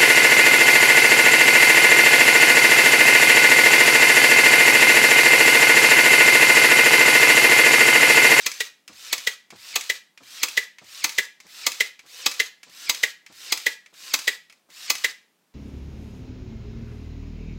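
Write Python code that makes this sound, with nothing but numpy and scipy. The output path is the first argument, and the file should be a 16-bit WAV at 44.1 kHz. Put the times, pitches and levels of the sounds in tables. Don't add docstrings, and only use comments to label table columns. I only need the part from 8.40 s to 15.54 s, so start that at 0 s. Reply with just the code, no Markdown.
import sys
import numpy as np
from scipy import signal
from scipy.io import wavfile
from scipy.ndimage import uniform_filter1d

SR = 44100
rng = np.random.default_rng(int(sys.argv[2]) if len(sys.argv) > 2 else 0)


def transcribe(signal):
    frames = np.atleast_2d(signal).T
    limited = np.clip(frames, -1, 1)
    pcm = np.round(limited * 32767).astype(np.int16)
    wavfile.write(sys.argv[1], SR, pcm)


N = 314871
HIT_SIZE = 13230


def amp(db):
    return 10 ** (np.asarray(db) / 20)


def evened(x):
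    return x / np.sqrt(np.mean(x ** 2) + 1e-20)


def as_hit(x):
    return x * np.sqrt(.02 * SR / np.sum(x ** 2))


def read(points, hz):
    f, value = np.transpose(points)
    return np.interp(np.log(hz + 1), np.log(f + 1), value)


def add(mix, s, sound):
    start = round(s * SR)
    part = mix[max(start, 0):][:len(sound) + min(start, 0)]
    part += sound[max(-start, 0):][:len(part)]


def colour(x, spectrum):
    hz = abs(np.fft.fftfreq(4096, 1 / SR))
    log_gain = np.log(amp(read(spectrum, hz)))
    taps = np.fft.ifft(np.exp(np.conj(signal.hilbert(log_gain)))).real
    return signal.oaconvolve(x, taps[:len(taps) // 2])[:len(x)]


def chatter(rise, hold, t60, habit=0, alike=0):
    t = np.arange(HIT_SIZE) / SR
    noise = np.sqrt(alike) * habit + np.sqrt(1 - alike) * rng.standard_normal(HIT_SIZE)
    decay = amp(-60 * np.maximum(t - hold, 0) / t60)
    return noise * (1 - np.exp(-t / rise)) * decay


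def ring(modes, rise, detune, scatter_db):
    t = np.arange(HIT_SIZE) / SR
    hz, db, t60 = np.transpose(modes)[:, :, None]
    shift, gain = rng.standard_normal((2, len(modes), 1))
    sign = (-1) ** np.arange(len(modes))[:, None]
    decay = amp(db + scatter_db * gain - 60 * t / t60)
    waves = sign * decay * np.sin(2 * np.pi * hz * (1 + detune * shift) * t)
    return as_hit(waves.sum(0) * (1 - np.exp(-t / rise)))


# start_s, wood_db, crack_db, treble_db
NAIL_SHOTS = [(0.0636, -5, -3.5, -3.5), (0.7286, -6, -2, -2), (1.3584, -3, -2.5, -2.2),
              (2.032, -3.5, -2, 1), (2.6421, -2.5, -1, -0.2), (3.266, -1.7, -2, 1.5),
              (3.8618, -1.5, 1, -0.5), (4.4953, -2.5, -0.5, 1), (5.1231, -4, -2.6, -0.6),
              (5.7387, -4, 0, 0.5), (6.5009, -3, -1, 1)]
# pitch_hz, level_db (per Hz)
CRACK_SPECTRUM = [(30, -32), (90, -28), (300, -9), (650, -7.5), (1100, -5), (1650, -6), (2200, 5),
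                  (2900, -3.5), (4300, 2.5), (5600, -5), (6500, 0.5), (8500, -12), (10500, -14.5),
                  (15500, -10.5)]
# pitch_hz, level_db (per Hz)
RECOIL_SPECTRUM = [(30, -10), (90, -7), (300, 1.5), (700, -5.5), (2000, -21.5)]
# pitch_hz, level_db, t60_s
WOOD_BLOCK_MODES = [(177, -20, 0.13), (307, -10, 0.16), (420, -5, 0.1), (500.3, -7, 0.17),
                    (649, -15, 0.051), (712, -8, 0.14), (832, -6.5, 0.11), (930, -8, 0.036),
                    (980, -1, 0.11), (1054, 1, 0.085), (1180, 3, 0.11), (1315, 3.5, .08), (1525, -1, 0.041)]
# pitch_hz, level_db, t60_s
NOSE_HOUSING_MODES = [(2034, -4, 0.074), (2170, -15, 0.043), (2566, -1.5, 0.063), (2497, -5.5, 0.053),
                      (3237, -3, 0.049), (3402, 4, 0.021), (3901, -1, 0.045), (4260, -1.5, 0.027),
                      (4940, -1, 0.02), (4940, 2, 0.047), (5232, 2, 0.035), (6400, -8, 0.012),
                      (6230, 4.5, 0.028), (6415, -11.5, 0.019), (7070, -4, 0.049), (7680, -8, 0.057),
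                      (7840, -2.5, 0.033)]
# pitch_hz, level_db (per Hz)
HISS_SPECTRUM = [(100, -30), (1500, -2), (5000, 0), (8000, 2), (10500, -0.5), (13000, 1.5), (15000, -2),
                 (16000, -5)]


def shots():
    out = np.zeros(N)
    for s, wood_db, crack_db, treble_db in NAIL_SHOTS:
        crack = as_hit(colour(chatter(rise=.00025, hold=.0045, t60=.05), CRACK_SPECTRUM))
        block = ring(WOOD_BLOCK_MODES, rise=.0016, detune=.006, scatter_db=1.8)
        housing = ring(NOSE_HOUSING_MODES, rise=.00062, detune=.006, scatter_db=3.0)
        push = as_hit(colour(signal.unit_impulse(HIT_SIZE), RECOIL_SPECTRUM))
        blow = amp(-18.0) * crack + amp(-33.0) * block + amp(-22.0) * housing + amp(-46.0) * push
        tone = [(700, wood_db), (2800, crack_db), (7000, treble_db)]
        add(out, s, colour(blow, tone))

        spit = as_hit(colour(chatter(rise=.0022, hold=.0025, t60=.014), HISS_SPECTRUM))
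        add(out, s - .0034, amp(-31.5) * spit)

        late = rng.standard_normal(2)
        add(out, s + .0515 + .00087 * late[0], amp(-33.5) * rattle(t60=.055))
        add(out, s + .078 + .002 * late[1], amp(-43.5) * rattle(t60=.059))
    return out


# start_s, ring_db, clack_db
DRIVER_RETURNS = [(0.205, -24.5, -23), (0.8714, -20.5, -21.5), (1.498, -20.5, -22.5), (2.1737, -17, -21.5),
                  (2.7831, -18, -21), (3.4055, -17.5, -20), (3.999, -18, -20.5), (4.634, -17, -20.5),
                  (5.2644, -17.5, -22.5), (5.8774, -18, -20.5), (6.6437, -19, -21.5)]
# pitch_hz, level_db, t60_s
CYLINDER_DRIVER_MODES = [(303, -38.5, 0.12), (400.7, -22, 0.071), (432.4, -32, 0.087), (479, -42, 0.26),
                         (896, -33.5, .08), (1166, -29, 0.08), (1475, -19, 0.039), (1661, -9.5, 0.042),
                         (1765, -9.5, 0.05), (1877, -3, .052), (1995, 9.5, 0.031), (2150, -14, 0.087),
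                         (2800, -20.5, 0.011), (3670, -29.5, 0.04)]
# pitch_hz, level_db (per Hz)
CLACK_SPECTRUM = [(30, -28.5), (110, -33), (250, -37), (420, -2.5), (850, -19), (1250, -14.5), (1950, 5.5),
                  (2500, 1.5), (3500, 2.5), (5000, -4.5), (7300, -5.5), (8800, -12.5), (11000, -17),
                  (13500, -14.5), (16000, -14.5)]
RING_ROUGH = .28


def returns():
    out = np.zeros(N)
    habit = rng.standard_normal(HIT_SIZE)
    for s, ring_db, clack_db in DRIVER_RETURNS:
        scrape = as_hit(colour(chatter(rise=.0005, hold=.0035, t60=.015), GRIND_SPECTRUM))
        contact_noise = chatter(rise=.00016, hold=.00056, t60=.066, habit=habit, alike=.8)
        clack = as_hit(colour(contact_noise, CLACK_SPECTRUM))
        contact = 1 + RING_ROUGH * evened(uniform_filter1d(rng.standard_normal(HIT_SIZE), size=110))
        modes = ring(CYLINDER_DRIVER_MODES, rise=.0033, detune=.011, scatter_db=2.1)
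        ringing = as_hit(contact * modes)
        add(out, s - .005, amp(clack_db) * amp(-13.0) * scrape)
        add(out, s, amp(clack_db) * clack)
        add(out, s + .00052, amp(ring_db) * ringing)
    return out


WIND_UP_S, RUN_ON_S, BRAKE_S = .214, .21, .014
SPIN_UP_S, SAG = .036, .29
SQUEEZE_S, RELEASE_S = .032, .015


def motor_cycle():
    t = np.arange(-WIND_UP_S, RUN_ON_S + 5 * BRAKE_S, 1 / SR)
    pressure = np.exp(-(t / np.where(t < 0, SQUEEZE_S, RELEASE_S)) ** 2)
    spin_up = 1 - np.exp(-(t + WIND_UP_S) / SPIN_UP_S)
    brake = np.exp(-np.maximum(t - RUN_ON_S, 0) / BRAKE_S)
    pace = spin_up * (1 - SAG * pressure) * brake
    travel = np.minimum(1 + t / WIND_UP_S, 1)
    return t, pace, pressure, travel


# multiple of the mesh rate, level_db
WHINE_PARTIALS = [(.99, -2), (1.37, -8), (2.02, 0), (3.03, -8)]
# pitch_hz, level_db (per Hz)
GRIND_SPECTRUM = [(60, -37), (200, -25.5), (600, -14), (1100, -12), (1600, -1), (2400, -1), (3200, 0.5),
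                  (4200, 4), (6000, -2), (7800, -4), (10000, -22.5), (16000, -32)]
# stroke_end_db, gained_along_stroke_db, change_just_before_shot_db, running_on_db
GRIND_LEVELS = (-38, 17, -4.5, -45.5)
HISS_LEVELS = (-44.5, 12.5, -15, -51)
WHINE_LEVELS = (-46, 9.5, 15, -56.5)
MESH_HZ = 2950
BRAKE_DB, STRAIN_S = 2, .033
GRIP_T60 = .06


def motor_level(levels, t, pressure, travel):
    top, climb, change, run_on = levels
    return np.where(t < 0, top - climb * (1 - travel) + change * pressure, run_on)


def motor():
    t, pace, pressure, travel = motor_cycle()
    grind_db = motor_level(GRIND_LEVELS, t, pressure, travel)
    grind_db = grind_db + BRAKE_DB * np.exp(-((t - RUN_ON_S) / STRAIN_S) ** 2)
    hiss_db = motor_level(HISS_LEVELS, t, pressure, travel)
    whine_db = motor_level(WHINE_LEVELS, t, pressure, travel)
    out = np.zeros(N)
    for s, *_ in NAIL_SHOTS:
        teeth, brushes, wobble, lumps = rng.standard_normal((4, SR))[:, :len(t)]
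        speed = 1 + .014 * rng.standard_normal() + .026 * evened(uniform_filter1d(wobble, size=40))
        turns = np.cumsum(MESH_HZ * pace * speed) / SR

        backlash = uniform_filter1d(rng.standard_normal((len(WHINE_PARTIALS), SR)), size=110)[:, :len(t)]
        whine = np.zeros(len(t))
        for (multiple, db), play in zip(WHINE_PARTIALS, backlash):
            whine += amp(db) * (1 + evened(play)) * np.sin(2 * np.pi * multiple * turns)

        teeth = teeth * amp(2.0 * evened(uniform_filter1d(lumps, size=60)))
        grind = amp(1.33) * evened(colour(teeth, GRIND_SPECTRUM))
        for modes, db in (NOSE_HOUSING_MODES, -7.5), (WOOD_BLOCK_MODES, -16.0):
            body = ring(modes, rise=.0012, detune=.027, scatter_db=3.5)
            body = body * amp(-60 * np.arange(HIT_SIZE) / SR / GRIP_T60)
            grind = grind + amp(db) * evened(signal.fftconvolve(teeth, body)[:len(t)])

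        hiss = evened(colour(brushes, HISS_SPECTRUM))
        sound = amp(grind_db) * grind + amp(hiss_db) * hiss + amp(whine_db) * evened(whine)
        add(out, s - WIND_UP_S, pace * sound)
    return out


JOLT_DB, MESH_CLICK_DB, SLACK_S = -62, -56, .015


def motor_start():
    out = np.zeros(N)
    for s, *_ in NAIL_SHOTS:
        add(out, s - WIND_UP_S, amp(JOLT_DB) * thud())
        add(out, s - WIND_UP_S + SLACK_S, amp(MESH_CLICK_DB) * rattle(t60=.05))
    return out


# start_s, click_db, treble_db (gain at 8 kHz), slide_db
NOSE_CONTACTS = [(0.478, -41.5, -3, -51), (1.104, -42, -7, -52), (1.7754, -44.5, -10.5, -57),
                 (2.3844, -42, -11.5, -55), (3.0018, -45.5, -4.5, -55.5), (3.5923, -43, -9, -59.5),
                 (4.2309, -42, -7.5, -52.5), (4.863, -43.5, -8.5, -55), (5.4604, -46, -12.5, -66),
                 (6.098, -47, -10, -72.5), (6.1245, -51.5, -5.5, -65)]
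# start_s, level_db
WEIGHT_BUMPS = [(0.492, -51), (1.123, -46.5), (1.802, -53.5), (2.412, -53), (3.042, -61.5), (3.632, -64),
                (4.264, -59), (4.896, -56)]
# pitch_hz, level_db, t60_s
BENCH_TOP_MODES = [(86, -5, 0.32), (121.2, 0, 0.18), (176, 0, 0.17)]


def handling():
    out = np.zeros(N)
    for s, click_db, treble_db, slide_db in NOSE_CONTACTS:
        click = colour(rattle(t60=.06), [(2500, .0044), (8000, treble_db)])
        add(out, s, amp(click_db) * click)
        slide = as_hit(colour(chatter(rise=.018, hold=.055, t60=.12), GRIND_SPECTRUM))
        add(out, s, amp(slide_db) * slide)
    for s, db in WEIGHT_BUMPS:
        add(out, s, amp(db) * thud())
        boom = ring(BENCH_TOP_MODES, rise=.013, detune=.06, scatter_db=2)
        add(out, s + .02, amp(db) * amp(-14.0) * boom)
    return out


# pitch_hz, level_db (per Hz)
CLICK_SPECTRUM = [(100, -20.5), (700, -14.5), (1500, -7), (2200, 3.5), (3500, -4.5), (6000, 0),
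                  (9000, -8.5), (15000, -17)]


def rattle(t60):
    click = as_hit(colour(chatter(rise=.00012, hold=.00086, t60=t60), CLICK_SPECTRUM))
    housing = ring(NOSE_HOUSING_MODES, rise=.00022, detune=.015, scatter_db=7.0)
    return as_hit(click + amp(-7.0) * housing)


# pitch_hz, level_db (per Hz)
KNOCK_SPECTRUM = [(30, -13.5), (85, -13.5), (170, 7.5), (320, 5.5), (600, 3), (1200, -2.5), (2500, -15),
                  (8000, -32.5)]


def thud():
    push = as_hit(colour(chatter(rise=.004, hold=.01, t60=.087), KNOCK_SPECTRUM))
    block = ring(WOOD_BLOCK_MODES, rise=.004, detune=.025, scatter_db=1.0)
    return as_hit(push + amp(-6.5) * block)


# delay_s, level_db
NEAR_ECHOES = [(.0034, -28.5), (.0062, -23.5), (0.0118, -30), (0.016, -31), (0.021, -40)]


def near_field(tool):
    near = tool.copy()
    for delay, db in NEAR_ECHOES:
        add(near, delay, amp(db) * tool)
    return near


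# pitch_hz, t60_s
WORKSHOP_DECAY = [(100, 0.243), (400, 0.23), (1000, 0.29), (2000, 0.35), (4000, 0.35), (8000, 0.29),
                  (15000, 0.24)]


def workshop(x):
    slots = np.arange(200, SR // 2, 20)
    taps = np.zeros(SR)
    taps[slots + rng.integers(0, 20, len(slots))] = rng.choice([-1., 1.], len(slots))
    hz, t, z = signal.stft(taps, SR, nperseg=256)
    decay = amp(-60 * t / read(WORKSHOP_DECAY, hz)[:, None])
    tail = signal.istft(z * decay, SR, nperseg=256)[1]
    return signal.fftconvolve(x, tail / np.linalg.norm(tail))[:N]


# pitch_hz, level_db (per Hz)
AIR_SPECTRUM = [(25, -28), (65, -34.5), (110, -17), (180, -3), (320, -6), (600, -8), (1500, -11.5),
                (5000, -16.5), (10000, -20.5), (16000, -22.5)]


def air():
    return amp(-69) * evened(colour(rng.standard_normal(N), AIR_SPECTRUM))


def scene():
    tool = shots() + returns() + motor() + motor_start() + handling()
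    place = 2 * np.pi * np.arange(N) / N
    tail = workshop(tool * np.cos(place)) + workshop(tool * np.sin(place))
    tail_spectrum = [(60, -18.0), (200, -16.5), (900, -10.0), (1650, -11.5), (2000, -16.5),
                     (2400, -11.5), (3000, -13.5), (5000, -13.0), (14000, -11.0)]
    return (near_field(tool) + colour(tail, tail_spectrum) + air())[None]


EDGE_HZ = 15900


def record(dry):
    rounded = np.tanh(dry)
    low_pass = signal.firwin(511, EDGE_HZ, window=("kaiser", 9), fs=SR)
    return signal.oaconvolve(rounded, low_pass[None], "same")


dry = scene()
out = record(dry)
transcribe(out)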